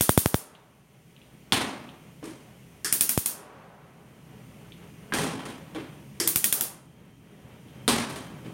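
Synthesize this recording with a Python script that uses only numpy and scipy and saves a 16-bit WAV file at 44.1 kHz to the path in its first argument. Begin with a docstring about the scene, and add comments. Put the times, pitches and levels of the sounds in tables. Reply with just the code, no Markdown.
"""A steel gas stove in a tiled kitchen, heard from just above: three burners are lit one after another.
A run of sparks ticks twelve times a second, some jolting the microphone circuit with a low pop; a burner catches.
Controls clunk on the sheet metal; twice more the igniter button snaps, sparks run and a burner catches.
Gas hiss, flame rumble and rush are shaped noise; the last jet whistles faintly and more knocks follow.
Each run of sparks pushes the recorder's gain down, and the flames swell back as it recovers."""
import sys
import numpy as np
from scipy import signal
from scipy.fft import rfft, irfft, next_fast_len
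from scipy.io import wavfile
from scipy.ndimage import minimum_filter1d, map_coordinates

SR = 44100
rng = np.random.default_rng(int(sys.argv[2]) if len(sys.argv) > 2 else 0)


def persist_wave(psi):
    """Save psi, clipped to +-1, as 16-bit WAV."""
    counts = np.round(np.clip(psi, -1, 1) * 32767).astype(np.int16)
    wavfile.write(sys.argv[1], SR, np.atleast_2d(counts).T)


N = 376173

# Levels in the tables are relative; the functions add their own trims.
# flame rumble spectrum: (frequency [Hz], density [dB/Hz])
RUMBLE_SPECTRUM = [(25, -25), (50, -15), (100, -3), (165, 3.5), (220, -5), (320, -8), (420, -22.5),
                   (800, -32.5), (2000, -59.5)]
# flame rush spectrum: (frequency [Hz], density [dB/Hz])
RUSH_SPECTRUM = [(120, -29.5), (300, -8.5), (420, 0.5), (520, -3.5), (1000, -10), (1400, -12.5),
                 (2300, -14), (3200, -18), (4500, -30), (9000, -60)]
# kitchen and gas hiss spectrum: (frequency [Hz], density [dB/Hz])
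HISS_SPECTRUM = [(1200, -32.5), (2000, -2), (2800, -3), (3150, -3), (3600, -11), (5300, -11), (6050, -8),
                 (7000, -10.5), (8200, -13), (8900, -3.5), (9550, -18), (10050, -9.5), (10700, -10),
                 (15800, -14)]
# burners catching: (time [s], steady rumble [dB], flare [dB], flare t60 [s])
BURNER_EVENTS = [(.2, -53, -32.5, 1.25), (3.25, -50, -33, 2.13), (6.52, -48, -22, 0.62)]
# warming burner caps: (time [s], level [dB])
CAP_TICKS = [(0.551, -33), (1.1643, -39), (1.2158, -38.5), (1.8904, -35.5), (4.721, -34.5), (4.827, -45),
             (7.6847, -40.5)]
# controls and hand knocking the stove: (time [s], strength [dB], rattle above strength [dB],
# thump above strength [dB], thump pitch [Hz], contact pitch [Hz])
KNOCK_EVENTS = [(1.5227, -24, -1, -11.5, 280, 3370), (2.228, -48, -18, 10.5, 310, 1540),
                (2.242, -53.5, 6.5, 2, 310, 3490), (2.256, -55, 0.5, 9.5, 310, 3260),
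                (5.1227, -31.5, -17.5, -25, 260, 1620), (5.1376, -32, 3, -2.5, 260, 1650),
                (5.186, -34, 1, 4.5, 170, 1910), (5.393, -42, -11, -2, 260, 3100),
                (5.4546, -42, -3, 0, 260, 1760), (5.748, -40, -12.5, 7.5, 318, 3150),
                (7.879, -24, 3.5, 0.5, 235, 3770), (8.094, -44, 1.5, 1, 235, 2380),
                (8.1592, -42.5, -0.5, -9, 235, 2380), (8.448, -49.5, -11, 9, 300, 1600)]
# stove knock spectrum: (frequency [Hz], density [dB/Hz])
STOVE_SPECTRUM = [(30, -33), (60, -13), (110, -2), (180, -2.5), (260, 3.5), (460, -6), (580, -3),
                  (780, -6.5), (1100, -5.5), (1400, -8), (2500, -10), (3700, -15), (4600, -16.5),
                  (7800, -23.5), (8950, -17), (9800, -21.5), (16000, -37)]
# stove body decay: (frequency [Hz], t60 [s])
STOVE_DECAY = [(100, 0.87), (260, 1), (700, 0.9), (1800, 0.75), (4800, 0.59), (13000, 0.37)]
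# sheet-metal modes of the hob: (frequency [Hz], level [dB], t60 [s])
STEEL_MODES = [(266.3, 5.5, 1), (798, 3, 0.1), (1005, -2, 0.44), (1700, -5, 0.38), (1940, 0, 0.27),
               (3000, -5, .35), (3170, -0.5, 0.69), (3460, -4.5, 0.27), (4040, -9, 0.22), (5750, -11, .28)]
# igniter button: (time [s], snap [dB], thud [dB], spring pitch [Hz], spring [dB])
BUTTON_EVENTS = [(2.846, -29, -43, 1766, -34.5), (6.2002, -27, -33, 2100, -37.5)]
# button snap spectrum: (frequency [Hz], density [dB/Hz])
SNAP_SPECTRUM = [(410, -41.5), (700, -28), (852, -9.5), (1140, -0.5), (1250, -2), (1380, -5), (1840, 2),
                 (2300, -10.5), (3200, 0.5), (3940, -5), (4800, 6), (5760, 2), (8990, 6), (12000, 2),
                 (16000, -14)]
# kitchen reverberation: (frequency [Hz], t60 [s])
KITCHEN_DECAY = [(300, 0.48), (800, 0.43), (2000, 0.44), (5500, 0.38), (9000, 0.35), (15000, 0.19)]
# igniter presses: (first spark [s], strength [dB], crack [dB], burner cap [dB])
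SPARK_RUNS = [(0.0092, -1, -2, -21.5), (2.9257, -1, 0, -32), (6.2754, -0.5, 0.5, -21.5)]
# hard jolts of the microphone circuit: (time [s], pop [dB], opposite kick before it [share], rise [s])
POP_EVENTS = [(0.0089, -27.5, 0.05, 0.0001), (0.093, -18.5, 0.57, 0.000019), (0.1766, -14, 0.033, 0.000078),
              (0.2591, -17, 0.046, 0.000017), (0.3434, -16.5, 0.077, 0.000017),
              (3.1761, -17.5, 0.05, 0.00012), (6.3594, -36.5, 0.11, 0.000066),
              (6.5256, -33.5, 0.36, .00003)]
# spark crack spectrum: (frequency [Hz], density [dB/Hz])
CRACK_SPECTRUM = [(120, -47), (200, -18.5), (777, -13.5), (2210, -7), (3560, -8), (3900, -11), (5630, -4),
                  (7830, -3), (8900, 4.5), (9750, 2), (15100, 0.5), (16000, -19.5)]
# spark echo off the tiles: (frequency [Hz], density [dB/Hz])
TILE_SPECTRUM = [(120, -29), (200, -7.5), (763, -20), (851, -17.5), (1500, -17), (1680, -16.5),
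                 (2170, -18.5), (3070, -15), (4040, -15), (6880, -9), (7830, -11), (8900, -3),
                 (15100, -2.5), (16000, -0.5)]

T_S = np.arange(SR) / SR  # time since a blow
SPARK_RATE_HZ, SPARK_SCATTER_DB = 11.976, 2.24
HARD_BLOW_DB = -22.5
CONTACT_DB_PER_DB = 1.82  # contact click against blow strength
PANEL_SHARE = 0.11  # how far the panels follow the rattle
GAS_LEAD_S, SETTLE_S = 0.4, 0.16  # gas flows before it catches; time constant of gas and flames
HUM_HZ, HUM_DB = 59.3, -69
RUSH_DB = -8  # above the rumble, before flutter
HISS_DB, JET_POWER_SHARE = -64.5, 0.65  # kitchen hiss; power each open jet adds to it
BOX_HZ, BOX_T60_S, BOX_DB = 305, 0.15, 1.5  # box under the hob: default lowest mode
UPPER_HZ, UPPER_T60_S, UPPER_DB = 430, 0.12, -4  # and its next mode
WHISTLE_HZ, WHISTLE_WIDTH_HZ, WHISTLE_DB = 3150, 120, -68.5
THRESHOLD_DB, CUT_DB_PER_DB = -39.5, 0.69  # gain control
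ATTACK_S, HOLD_S, RECOVER_DB_PER_S = 0.33, 0.41, 10.5
TOP_HZ = 16000  # recorder's band limit


def amp(db):
    """Decibels to gain."""
    return 10 ** (np.asarray(db) / 20)


def unit(x):
    """Scale to rms 1."""
    return x / np.sqrt(np.mean(x ** 2) + 1e-20)


def level(x, db):
    """Set the rms level of a blow's first 40 ms."""
    return x * amp(db) / np.std(x[:SR // 25])


def since(s):
    """Seconds since a moment, zero before it."""
    return np.maximum(np.arange(N) / SR - s, 0)


def decay(t60_s):
    """Exponential fall of 60 dB in t60."""
    return np.exp(-np.log(1000) * T_S / t60_s)


def build_up(tau_s):
    """Exponential approach to 1 from the start of a blow."""
    return 1 - np.exp(-T_S / tau_s)


def along(points, hz):
    """(Hz, value) points interpolated on a log frequency axis."""
    f, v = np.transpose(points)
    return np.interp(np.log(hz + 1), np.log(f + 1), v)


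def wobble(rate_hz):
    """Smooth random curve with rate_hz knots a second."""
    knots = rng.standard_normal(int(N * rate_hz / SR) + 4)
    return map_coordinates(knots, [np.arange(N) * rate_hz / SR])


def add(track, s, sound):
    """Mix a sound into a track at a time."""
    part = track[max(round(s * SR), 0):][:len(sound)]
    part += sound[:len(part)]


def band(x, hz, kind, order=2):
    """Butterworth filter."""
    return signal.sosfilt(signal.butter(order, hz, kind, fs=SR, output='sos'), x)


def colour(x, spectrum):
    """Minimum-phase filter of unit power gain with the given (Hz, dB) shape."""
    m = 2 * next_fast_len(len(x) // 2 + SR // 8)
    gain = unit(amp(along(spectrum, np.fft.rfftfreq(m, 1 / SR))))
    cepstrum = irfft(np.log(np.maximum(gain, 1e-6)))
    # fold the cepstrum to positive time: causal
    cepstrum[1:m // 2] *= 2
    cepstrum[m // 2 + 1:] = 0
    return irfft(rfft(x, m) * np.exp(rfft(cepstrum)))[:len(x)]


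def shaped_noise(spectrum):
    """Steady noise of rms 1 with the given spectrum."""
    return unit(colour(rng.standard_normal(N), spectrum))


def burst(t60_s):
    """A short puff of noise."""
    return rng.standard_normal(SR) * decay(t60_s)


def dying(decays):
    """Dense reflections: noise whose every frequency dies at its own speed."""
    hz, t_s, z = signal.stft(rng.standard_normal(SR), SR, nperseg=256)
    fall = amp(-60 * t_s / along(decays, hz)[:, None])
    return signal.istft(z * fall, SR, nperseg=256)[1][:SR]


def resonance(hz, t60_s, width=.12, wet_db=-14):
    """A struck resonance and its narrow echo in the kitchen."""
    direct = np.sin(2 * np.pi * hz * T_S) * decay(t60_s)
    edges_hz = [hz / (1 + width), hz * (1 + width)]
    echo = band(dying(KITCHEN_DECAY), edges_hz, 'bandpass', order=1)
    return direct + level(echo, wet_db)


def hollow(tone_hz=BOX_HZ, width=0.053, wet_db=0.5):
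    """The thump of the box under the hob: a lowest mode of given pitch and a fixed upper one."""
    lowest = amp(BOX_DB) * resonance(tone_hz, BOX_T60_S, width, wet_db)
    upper = amp(UPPER_DB) * resonance(UPPER_HZ, UPPER_T60_S, width, wet_db)
    return lowest + upper


def nearby(x, gain=0.063, reach_s=.022, count=12):
    """Tiles and steel close to the microphone add weak copies that ripple the spectrum."""
    out = x.copy()
    lags_s = rng.uniform(.005, reach_s, count)
    for lag_s, sign in zip(lags_s, rng.choice([-1, 1], count)):
        add(out, lag_s, sign * gain * x)
    return out


def hum():
    """Mains hum in the kitchen: one sine."""
    return amp(HUM_DB) * np.sin(2 * np.pi * HUM_HZ * since(0))


def opening(s):
    """Gas or flame settling exponentially from a moment on."""
    return 1 - np.exp(-since(s) / SETTLE_S)


def hiss():
    """Kitchen hiss, to which each jet adds power once its gas flows."""
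    jets = sum(opening(s - GAS_LEAD_S) for s, *_ in BURNER_EVENTS)
    return np.sqrt(1 + JET_POWER_SHARE * jets) * amp(HISS_DB) * shaped_noise(HISS_SPECTRUM)


def whistle():
    """The last jet opened whistles faintly once its gas flows: narrow-band noise."""
    flow = opening(BURNER_EVENTS[-1][0] - GAS_LEAD_S)
    edges_hz = [WHISTLE_HZ - WHISTLE_WIDTH_HZ / 2, WHISTLE_HZ + WHISTLE_WIDTH_HZ / 2]
    return amp(WHISTLE_DB) * flow * unit(band(rng.standard_normal(N), edges_hz, 'bandpass'))


def flames(flutter_db=1.9, flicker_db=-0.6):
    """Flames rumble, and rush and flutter above that; each burner adds its own power."""
    roar = np.sqrt(sum(amp(db) ** 2 * opening(s) for s, db, *_ in BURNER_EVENTS))
    rush_db = RUSH_DB + flutter_db * wobble(12) + flicker_db * wobble(22)
    return roar * (shaped_noise(RUMBLE_SPECTRUM) + amp(rush_db) * shaped_noise(RUSH_SPECTRUM))


def flares(swell_s=0.17, low_hz=250, high_hz=1250):
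    """As a burner catches, band noise swells and dies away."""
    swell = np.zeros(N)
    for s, _, db, t60_s in BURNER_EVENTS:
        swell += amp(db - 60 * since(s) / t60_s) * (1 - np.exp(-since(s) / swell_s))
    return swell * unit(band(rng.standard_normal(N), [low_hz, high_hz], 'bandpass'))


def ticks(tick_db=1, cap_hz=3100):
    """Burner caps tick faintly as they warm: a brief resonance and a puff of noise."""
    out = np.zeros(N)
    for s, db in CAP_TICKS:
        tick = resonance(cap_hz, t60_s=0.0041, width=1.0, wet_db=-22.0) + .5 * burst(t60_s=0.062)
        add(out, s, amp(db + tick_db) * tick)
    return band(out, [2300, 3900], 'bandpass', order=3)


def steel(spread_db=2, drift_rad=0.01):
    """The hob's modes, struck at random strengths; random phase drift makes each ring waver."""
    hz, db, t60_s = np.transpose(STEEL_MODES)[:, :, None]
    strength = amp(db + spread_db * rng.standard_normal(hz.shape))
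    drift = drift_rad * np.cumsum(rng.standard_normal((len(STEEL_MODES), SR)), axis=1)
    return np.sum(strength * decay(t60_s) * np.sin(2 * np.pi * hz * T_S + drift), 0)


def knocks(body_db=-4, panel_db=-2.0, rattle_db=-4.5, ring_db=-11, contact_db=-2.5, thump_db=-2, chatter_db=2):
    """A sharp contact and a thump, then the hollow body, its panels and the loose grates ring on."""
    out = np.zeros(N)
    for s, db, bright_db, box_db, box_hz, contact_hz in KNOCK_EVENTS:
        chatter = amp(chatter_db * wobble(140)[:SR])  # loose grates make the decay lumpy
        strike = 5 * burst(t60_s=0.0014) + 0.31 * burst(t60_s=0.048)
        blow = colour(chatter * dying(STOVE_DECAY) + strike, STOVE_SPECTRUM)
        blow = level(blow, 0) + level(steel(), ring_db)
        body = level(band(blow, 540, 'lowpass', order=4), db + body_db)
        panel = band(blow, [700, 4200], 'bandpass', order=4)
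        panel = level(panel, db + PANEL_SHARE * bright_db + panel_db)
        rattle = level(band(blow, 6200, 'highpass', order=3), db + bright_db + rattle_db)
        # harder blows click more sharply; a click lasts a few cycles
        hit_db = contact_db + CONTACT_DB_PER_DB * (db - HARD_BLOW_DB)
        contact = amp(hit_db) * resonance(contact_hz, t60_s=30 / contact_hz, width=0.25, wet_db=-21.5)
        contact = band(contact, 4900, 'lowpass', order=4)
        thump = level(hollow(box_hz), db + box_db + thump_db)
        add(out, s, body + panel + rattle + contact + thump)
    return out


def button(snap_db=-1, thud_db=-1, spring_db=-1, overtone_hz=5450, overtone_db=-25, lower_ratio=0.84, lower_db=-4):
    """The button under the hob's edge snaps in, thuds on the box and its spring rings in the room."""
    out = np.zeros(N)
    for s, db, low_db, hz, ring_db in BUTTON_EVENTS:
        snap = colour(dying(KITCHEN_DECAY) + 1.1 * burst(t60_s=0.037), SNAP_SPECTRUM)
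        spring = amp(ring_db + spring_db) * resonance(hz, t60_s=0.057, width=0.077, wet_db=-5)
        # a lower mode outlasts it
        lower = resonance(hz * lower_ratio, t60_s=0.11, width=0.098, wet_db=-6.5)
        spring += amp(ring_db + lower_db) * lower
        spring += amp(overtone_db) * resonance(overtone_hz, t60_s=0.031, width=0.042, wet_db=-17)
        thud = level(hollow(tone_hz=324), low_db + thud_db)
        add(out, s, level(snap, db + snap_db) + thud + spring)
    return out


def discharges(count=5):
    """Each press fires an even run of sparks: rows of (time [s], strength, crack, cap [dB])."""
    return [(s + k / SPARK_RATE_HZ, db + SPARK_SCATTER_DB * rng.standard_normal(), crack_db, cap_db)
            for s, db, crack_db, cap_db in SPARK_RUNS for k in range(count)]


def pops(pop_db=19, leak_db=-25, fall_s=0.0017, rise_s=0.00006, cut_hz=85, kick_s=0.00052):
    """High voltage jolts the microphone circuit, whose bass filter swings back: faintly per spark, hard at some."""
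    out = np.zeros(N)
    kick = np.sin(np.pi * np.minimum(T_S / kick_s, 1)) ** 2

    def jolt(edge_s):
        """Fast rise, slower fall."""
        return np.exp(-T_S / fall_s) - np.exp(-T_S / edge_s)

    for s, db, *_ in discharges():
        add(out, s + kick_s, -amp(db + leak_db) * jolt(rise_s))
    for k, (s, db, back, edge_s) in enumerate(POP_EVENTS):
        size = (-1) ** k * amp(db + pop_db)  # polarity alternates
        add(out, s, back * size * kick)
        add(out, s + kick_s, -size * jolt(edge_s))
    return band(out, cut_hz, 'highpass', order=3)


def sparks(wall_s=0.0071, wall_db=-7, crack_db=-9.0, room_db=-16, build_s=0.0023, same_path=0.56, cap_hz=3450, cap_db=5):
    """Each discharge cracks at near and far electrodes, rings a cap, bounces off the wall and fills the kitchen."""
    cracks, room, caps = np.zeros((3, N))
    share = np.clip(same_path, 0, 1)
    walls = dying(KITCHEN_DECAY)  # echo part common to all sparks
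    for s, db, direct_db, ping_db in discharges():
        crack = 1.5 * burst(t60_s=0.0017) + 0.5 * burst(t60_s=0.038)
        for lag_s, gain in [(.001, 0.95), (.0025, 0.65)]:  # further electrodes
            add(crack, lag_s * rng.uniform(.8, 1.1), gain * burst(t60_s=0.0061))
        direct = amp(db + direct_db + crack_db)
        add(cracks, s, direct * crack)
        bounce = burst(t60_s=.012) * build_up(0.00027)
        add(cracks, s + wall_s, direct * amp(wall_db) * bounce)
        ping = resonance(cap_hz, t60_s=0.0084, width=0.18, wet_db=-36.0)
        add(caps, s, amp(db + ping_db + cap_db) * ping)
        echo = np.sqrt(share) * walls + np.sqrt(1 - share) * dying(KITCHEN_DECAY)
        add(room, s + wall_s, amp(db + room_db) * echo * build_up(build_s))
    return colour(cracks, CRACK_SPECTRUM) + colour(room, TILE_SPECTRUM) + caps


def scene():
    """Everything at one microphone above the hob."""
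    fire = nearby(flares() + flames() + hiss(), gain=0.11, reach_s=.03)
    struck = nearby(ticks() + knocks() + button() + sparks())
    return (hum() + whistle() + fire + pops() + struck)[None]


def smooth(x, tau_s):
    """One-pole lowpass."""
    pole = np.exp(-1 / (tau_s * SR))
    return signal.lfilter([1 - pole], [1, -pole], x)


def gain_control(x, sense_hz=11000, window_s=0.052):
    """Shrill sound turns the gain down; it stays down a moment, then creeps back."""
    treble_power = smooth(band(x, sense_hz, 'highpass', order=4) ** 2, window_s)
    treble_db = 10 * np.log10(treble_power + 1e-12)
    cut_db = smooth(CUT_DB_PER_DB * np.maximum(treble_db - THRESHOLD_DB, 0), ATTACK_S)
    half = round(HOLD_S * SR / 2)
    # deepest cut within the past hold time
    held_db = -minimum_filter1d(-cut_db, 2 * half + 1, origin=half, mode='constant')
    creep_db = RECOVER_DB_PER_S * since(0)
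    return x * amp(creep_db - np.maximum.accumulate(held_db + creep_db))


def record(dry):
    """The recorder rides its gain, clips at full scale and keeps nothing above its band limit."""
    m = next_fast_len(N + SR // 2)
    keep = np.clip((TOP_HZ - np.fft.rfftfreq(m, 1 / SR)) / 300 + .5, 0, 1)  # 300 Hz wide slope
    clipped = np.clip(gain_control(dry[0]), -1, 1)
    return irfft(rfft(clipped, m) * keep, m)[None, :N]


dry = scene()
out = record(dry)
persist_wave(out)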